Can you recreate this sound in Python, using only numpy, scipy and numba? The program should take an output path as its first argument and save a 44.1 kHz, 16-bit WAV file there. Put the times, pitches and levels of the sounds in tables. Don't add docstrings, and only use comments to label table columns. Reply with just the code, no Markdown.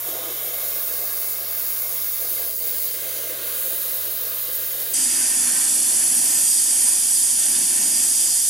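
import sys
import numpy as np
from scipy import signal
from scipy.fft import rfft, irfft, next_fast_len
from scipy.io import wavfile
from scipy.ndimage import uniform_filter1d
from numba import njit

SR = 44100
rng = np.random.default_rng(int(sys.argv[2]) if len(sys.argv) > 2 else 0)


def inscribe(sig):
    pcm = np.round(np.clip(np.atleast_2d(sig).T, -1, 1) * 32767)
    wavfile.write(sys.argv[1], SR, pcm.astype(np.int16))


N = 374409
T = np.arange(N) / SR
SIZE = next_fast_len(N)
HZ = np.maximum(np.arange(SIZE // 2 + 1) * SR / SIZE, 1)
TOP_HZ = 15800
EARS = np.array([[1], [-1]])


def torch(speed, rush_db, rush_share, flutter_db):
    # time_s, level_db
    roar_full = [(0, -50.5), (0.08, -41), (0.17, -41.5), (0.3, -41), (0.42, -42), (0.58, -42), (0.85, -44),
                 (1.02, -44.5), (1.25, -46), (2.17, -49.5), (2.29, -42.5), (2.52, -44.5), (2.59, -49),
                 (2.7, -44), (2.86, -46.5), (2.98, -43), (3.28, -42), (3.5, -41.5), (3.62, -45.5),
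                 (3.72, -41.5), (3.85, -44.5), (4.72, -46), (4.92, -42.5)]
    roar_slow = [(4.96, -44.5), (5.3, -43.5), (5.62, -43), (5.73, -47), (5.88, -45), (6.4, -43.5),
                 (6.53, -51.5), (6.7, -47.5), (6.97, -46.5), (7.15, -50.5), (7.37, -49.5), (7.5, -43.5),
                 (8.0, -44.5), (8.14, -50), (8.32, -48.5), (8.46, -55.5)]
    # time_s, level_db
    hiss_full = [(0, -27), (.3, -28.5), (.42, -26), (.5, -27.3), (.68, -24.5), (.75, -25), (.85, -25.5),
                 (1.32, -25.2), (1.42, -28.3), (1.58, -25), (2.05, -25), (2.3, -24.8), (2.55, -25.5),
                 (2.8, -25), (3.03, -26.5), (3.4, -29), (3.54, -25), (3.95, -25), (4.15, -26), (4.92, -26)]
    hiss_slow = [(4.96, -20.5), (5.6, -19.5), (6.35, -18), (6.65, -18.5), (6.9, -18.5), (7.3, -19),
                 (7.5, -19.5), (8.05, -19), (8.48, -19)]
    roar_db = over_time(roar_full if speed == 1 else roar_slow)
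    hiss_db = over_time(hiss_full if speed == 1 else hiss_slow)
    usual_roar_db = -42.5
    swell_db = roar_db - usual_roar_db
    gas = turbulence(speed)
    gas = duct_echoes(gas, speed)
    gas = jet_whistles(gas, speed)
    gas = pipe_colour(gas, speed)
    gas = boost(gas, hz=312 * speed, sharpness=2.836, db=2.5 * np.maximum(swell_db, 0))
    spectrum = rfft(gas, SIZE)
    borders_hz = [0, 850 * speed, 6000 * speed, TOP_HZ]
    levels_db = [roar_db, rush_db + rush_share * swell_db, hiss_db]
    sound = 0
    for low, high, db, depth_db in zip(borders_hz, borders_hz[1:], levels_db, flutter_db):
        band = steady(to_sound(spectrum * ((HZ >= low) & (HZ < high))))
        sound = sound + band * gain(db + depth_db * wander(38 * speed))
    return flares_and_falters(sound)


def turbulence(speed):
    # full_speed_pitch_hz, full_speed_db, half_speed_db
    gas_balance = [(70.0, -60, -48.0), (155.0, -43, -39), (237, -39, -36), (356, -27.5, -25),
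                   (700, -30, -25), (910, -34, -34), (2350, -29.5, -32.5), (3900, -28.5, -28.5),
                   (6770, -27, -28), (8000, -29.5, -29.5), (9220, -23.5, -23.5), (16100, -14.5, -11.5),
                   (19840, -6, -10.5), (25200, -19.0, -18), (26700, -29.0, -29.5), (28000, -29.5, -28),
                   (29800, -50.0, -63)]
    # full_speed_pitch_hz, half_width_hz, full_speed_boost_db, half_speed_boost_db
    resonances = [(505, 54, 8, 9), (642, 92, 7, 5.5), (975, 24, 9.5, 10), (1099, 45, 10.5, 12.5),
                  (1236, 53, 8.5, 10.5), (1444, 39, 6.5, 6), (1610, 164, 4.5, 5.5), (1668, 24, 7, -3),
                  (2050, 73, 7, 10), (2550, 28, -2, 6.5), (2675, 26.0, 0, 5.5), (3150, 110.0, 3.5, 5.5),
                  (3650, 270, 4, 4.5), (4720, 64, 0.5, 4), (5210, 130, 0.5, 4.0), (5470, 120, 4, 3),
                  (6140, 280, 0, 8), (6980, 490, 2.5, 6.5), (8700, 260, 2, 8), (9690, 700, 1, 10.5),
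                  (11460, 310, 1.5, 5.5), (12100, 220, -0.5, 2.5), (13020, 330, 1.5, 3),
                  (13920, 130, 2, 5.5), (16250, 440, -1, 7.5), (17684.0, 350, 4.5, 3), (18880, 340, 6, 7),
                  (20540, 490, -2, 3), (23100, 297.0, 1.0, -1)]
    # pitch_hz, level_db
    width_full = [(200, -24), (500, -34), (1000, -38), (1600, -22), (2000, -27), (2600, -23), (4400, -17.5),
                  (6300, -21), (7300, -28), (8500, -10.5), (12000, -12), (13500, -6), (15500, -6)]
    width_slow = [(200, -32), (600, -25), (1000, -21), (2500, -21), (4000, -28), (5000, -30), (5800, -11),
                  (6600, -9), (7300, -5), (8200, -4), (13000, -2.5)]
    # pitch_hz, level_db
    lean_full = [(900, 0), (1600, .6), (3600, -2), (7000, -.2), (11000, -.6), (13000, -1.5), (15500, -2)]
    lean_slow = [(800, .1), (1400, -1.8), (2700, -2.7), (4200, 0), (5800, -.3), (9200, -3.4), (11000, .3)]
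    width, lean, column = (width_full, lean_full, 1) if speed == 1 else (width_slow, lean_slow, 2)
    db = over_pitch(gas_balance, column, speed)
    for hz, half_width_hz, *boosts_db in resonances:
        peak = np.exp(-((HZ - hz * speed) / (half_width_hz * speed)) ** 2)
        db = db + boosts_db[column - 1] * peak
    mid, side = rfft(rng.standard_normal((2, SIZE)))
    near_echoes = echo_tail(fade_s=.012)
    shift = 1j * np.sqrt(2) * near_echoes.imag
    shared = .4
    side = np.sqrt(shared) * mid * shift + np.sqrt(1 - shared) * side
    stereo = mid + EARS * side * gain(over_pitch(width))
    return gain(db + EARS * over_pitch(lean) / 2) * stereo


def flares_and_falters(sound):
    # start_s, end_s, pitch_hz, boost_db, sharpness
    flares = [ (0.06, 0.12, 320, 9, 2.1), (0.21, .32, 310, 8, 2.8), (.08, .34, 950, 3.5, 3.9),
              (2.33, 3.8, 320, 3, 2.64), (2.94, 3.596, 1490, 2.5, 3.1), (4.963, 5.696, 1590, 3.5, 1.6),
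              (6.196, 6.415, 1400, 0, 1.6), (6.818, 7.017, 960, 2.5, 2.8), ]
    # middle_s, length_s, pitch_hz, boost_db, sharpness
    falters = [(0, 0.15, 4200, -4.5, 0.91), (2.126, 0.12, 950, -4, .9), (2.564, 0.12, 2400, -8, 0.59)]
    for start_s, end_s, hz, db, sharpness in flares:
        sound = boost(sound, hz, sharpness, db * hold(start_s, end_s))
    for middle_s, length_s, hz, db, sharpness in falters:
        sound = boost(sound, hz, sharpness, db * bump(middle_s, length_s))
    return sound


def jet_whistles(gas, speed):
    # start_s, end_s, start_hz, end_hz, boost_db, sharpness
    grazes = [ (0.3, 0.66, 12700, 11600, 5.5, 27), (0.55, 0.89, 14700, 14850, 3, 30),
              (0.55, 2.65, 11500, 11550, 7.5, 27), (0.65, 2.5, 15150, 15450, 5, 13),
              (2.17, 2.53, 12700, 12300, 4.5, 9), (2.48, 2.98, 15700, 15500, 7, 29),
              (3.42, 4.15, 10350, 10200, 2, 14), (3.4, 5, 12900, 13600, 6, 9),
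              (3.55, 4.7, 15650, 15600, 4, 45), (4.9, 6.9, 8800, 8950, 3, 25),
              (5.1, 5.7, 10380, 10250, 3.5, 40), (5.65, 6.3, 9860, 10450, 5, 26),
              (6.12, 6.52, 11850, 12300, 5, 28), (6.32, 6.62, 8800, 8800, 5, 50),
              (6.1, 6.2, 8200, 8240, 3, 30), (6.55, 7.9, 9600, 9440, 5.5, 35),
              (7.08, 7.3, 10800, 10930, 2.5, 12), (7.7, 9.1, 8250, 8120, 0.5, 30),
              (8.18, 8.2, 10700, 11100, 2.5, 12), ]
    # middle_s, length_s, pitch_hz, boost_db, sharpness
    squeals = [(6.888, 0.029, 9500, 9, 36), (7.238, .019, 9350, 10.5, 32), (7.43, 0.069, 3450, 7.5, 9),
               (7.556, 0.11, 3550, 7, 9.9)]
    waver = 1 + .004 * wander(10 * speed)
    for start_s, end_s, start_hz, end_hz, db, sharpness in grazes:
        progress = np.clip((T - start_s) / (end_s - start_s), 0, 1)
        arch = 2 * np.sqrt(progress * (1 - progress))
        pitch_hz = (start_hz + progress * (end_hz - start_hz)) * waver
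        gas = boost(gas, pitch_hz, sharpness, db * arch)
    for middle_s, length_s, hz, db, sharpness in squeals:
        gas = boost(gas, hz, sharpness, db * bump(middle_s, length_s))
    return gas


def pipe_colour(gas, speed):
    # start_s, end_s, pitch_hz, boost_db, sharpness
    facings = [ (0.9, 1.9, 3300, -4, 6.4), (0, 2.5, 3710, 2.5, 16), (3, 3.45, 5950, 4, 17),
               (6.5, 8.6, 4900, 1.5, 14), (5.5, 7.9, 5950, -1, 6), (0.7, 3, 13500, -1, 26),
               (0.4, 2.93, 8020, -1, 20), (0.9, 2.93, 4660, 4, 11), (2.5, 3.35, 1350, -4, 1.5),
               (3, 3.8, 5270, -4.5, 9.7), (3.34, 5.2, 3820, 3, 9), (2.3, 4.93, 3210, 3.5, 9.6),
               (1.8, 2.9, 5500, 2, 14), (-0.5, .6, 5700, -2.5, 3.5), (3.5, 4.93, 12300, -6.5, 18),
               (6, 5.9, 6400, 2, 7), (4.5, 5.5, 8200, -2, 12), (4.5, 8.6, 530, -2, 2.2), ]
    for start_s, end_s, hz, db, sharpness in facings:
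        gas = boost(gas, hz, sharpness, db * hold(start_s, end_s))
    ring_db = 6 + 1.3 * wander(30 * speed)
    return boost(gas, hz=2146, sharpness=22, db=ring_db * hold(start_s=.27, end_s=3.55))


def duct_echoes(spectrum, speed):
    # time_s, angle_radians
    positions = [(0, 1.3), (.4, 1.2), (.7, 2.16), (2.88, 2.63), (3.02, 3.25), (3.6, 3.4), (4.9, 3.7),
                 (5.6, 5.55), (8.5, 5.3)]
    tremor_radians = .3 * wander(5 * speed)
    angle = over_time(positions) + tremor_radians
    reflected = .84 * HZ / (HZ + 1800 * speed)
    sound = to_sound(spectrum)
    for facing in (np.cos(angle), np.sin(angle)):
        echoes = echo_tail(fade_s=.081 / speed)
        sound = sound + facing * to_sound(spectrum * reflected * echoes)
    return sound


def motor(pitch_hz, level_db=-55.5, right_louder_db=1.5):
    ear_gains = gain(level_db - EARS * right_louder_db / 2)
    return np.sqrt(2) * ear_gains * np.sin(2 * np.pi * pitch_hz * T)


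def room(level_db=-85, below_hz=130, width_db=-8):
    noise = rfft(rng.standard_normal((2, SIZE)))
    mid, side = to_sound(noise / (1 + (HZ / below_hz) ** 2))
    rumble = mid + EARS * gain(width_db) * side
    return gain(level_db) * rumble / np.sqrt(np.mean(mid ** 2))


def gain(db):
    return 10 ** (np.asarray(db) / 20)


def to_sound(spectrum):
    return irfft(spectrum, SIZE)[:, :N]


def over_time(points):
    return np.interp(T, *np.transpose(points))


def over_pitch(points, column=1, speed=1):
    points = np.array(points)
    return np.interp(np.log(HZ / speed), np.log(points[:, 0]), points[:, column])


def wander(rate_hz):
    step = max(int(SR / rate_hz), 1)
    held = np.repeat(rng.standard_normal(N // step + 1), step)
    return 1.5 * uniform_filter1d(uniform_filter1d(held, step), step)[:N]


def hold(start_s, end_s, ease_s=.08):
    return np.clip(np.minimum(T - start_s, end_s - T) / ease_s + .5, 0, 1)


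def bump(middle_s, length_s):
    return np.maximum(1 - (2 * (T - middle_s) / length_s) ** 2, 0) ** 2


def echo_tail(fade_s):
    echoes = rng.standard_normal(N) * gain(-60 * T / fade_s)
    return rfft(echoes / np.sqrt(np.sum(echoes ** 2)), SIZE)


def steady(sound):
    return sound / np.sqrt(uniform_filter1d(sound.mean(0) ** 2, SR // 2))


def boost(sound, hz, sharpness, db):
    result = sound.copy()
    active = np.abs(db) > .01
    if active.any():
        centre_hz = (hz * np.ones(N))[active]
        band = band_pass(np.ascontiguousarray(sound[:, active]), centre_hz, float(sharpness))
        result[:, active] += (gain(db[active]) - 1) * band
    return result


@njit
def band_pass(x, hz, sharpness):
    y = np.zeros(x.shape)
    for i in range(2, len(hz)):
        turn = 2 * np.pi * hz[i] / SR
        keep = 1 / (1 + np.tan(turn / sharpness / 2))
        for ear in range(len(x)):
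            push = (1 - keep) * (x[ear, i] - x[ear, i - 2])
            y[ear, i] = push + 2 * keep * np.cos(turn) * y[ear, i - 1] - (2 * keep - 1) * y[ear, i - 2]
    return y


def scene():
    full = torch(speed=1, rush_db=-38.5, rush_share=.14, flutter_db=(1.3, .4, .45))
    slow = torch(speed=.5, rush_db=-39, rush_share=.47, flutter_db=(.9, .5, .25))
    full += motor(pitch_hz=118.305)
    slow += motor(pitch_hz=59.75)
    switch_s, fade_s = 4.939, .014
    fade = np.pi / 2 * np.clip((T - switch_s) / fade_s + .5, 0, 1)
    return np.cos(fade) * full + np.sin(fade) * slow + room()


def record(dry):
    return signal.sosfilt(signal.ellip(12, .1, 80, TOP_HZ, fs=SR, output="sos"), dry)


dry = scene()
out = record(dry)
inscribe(out)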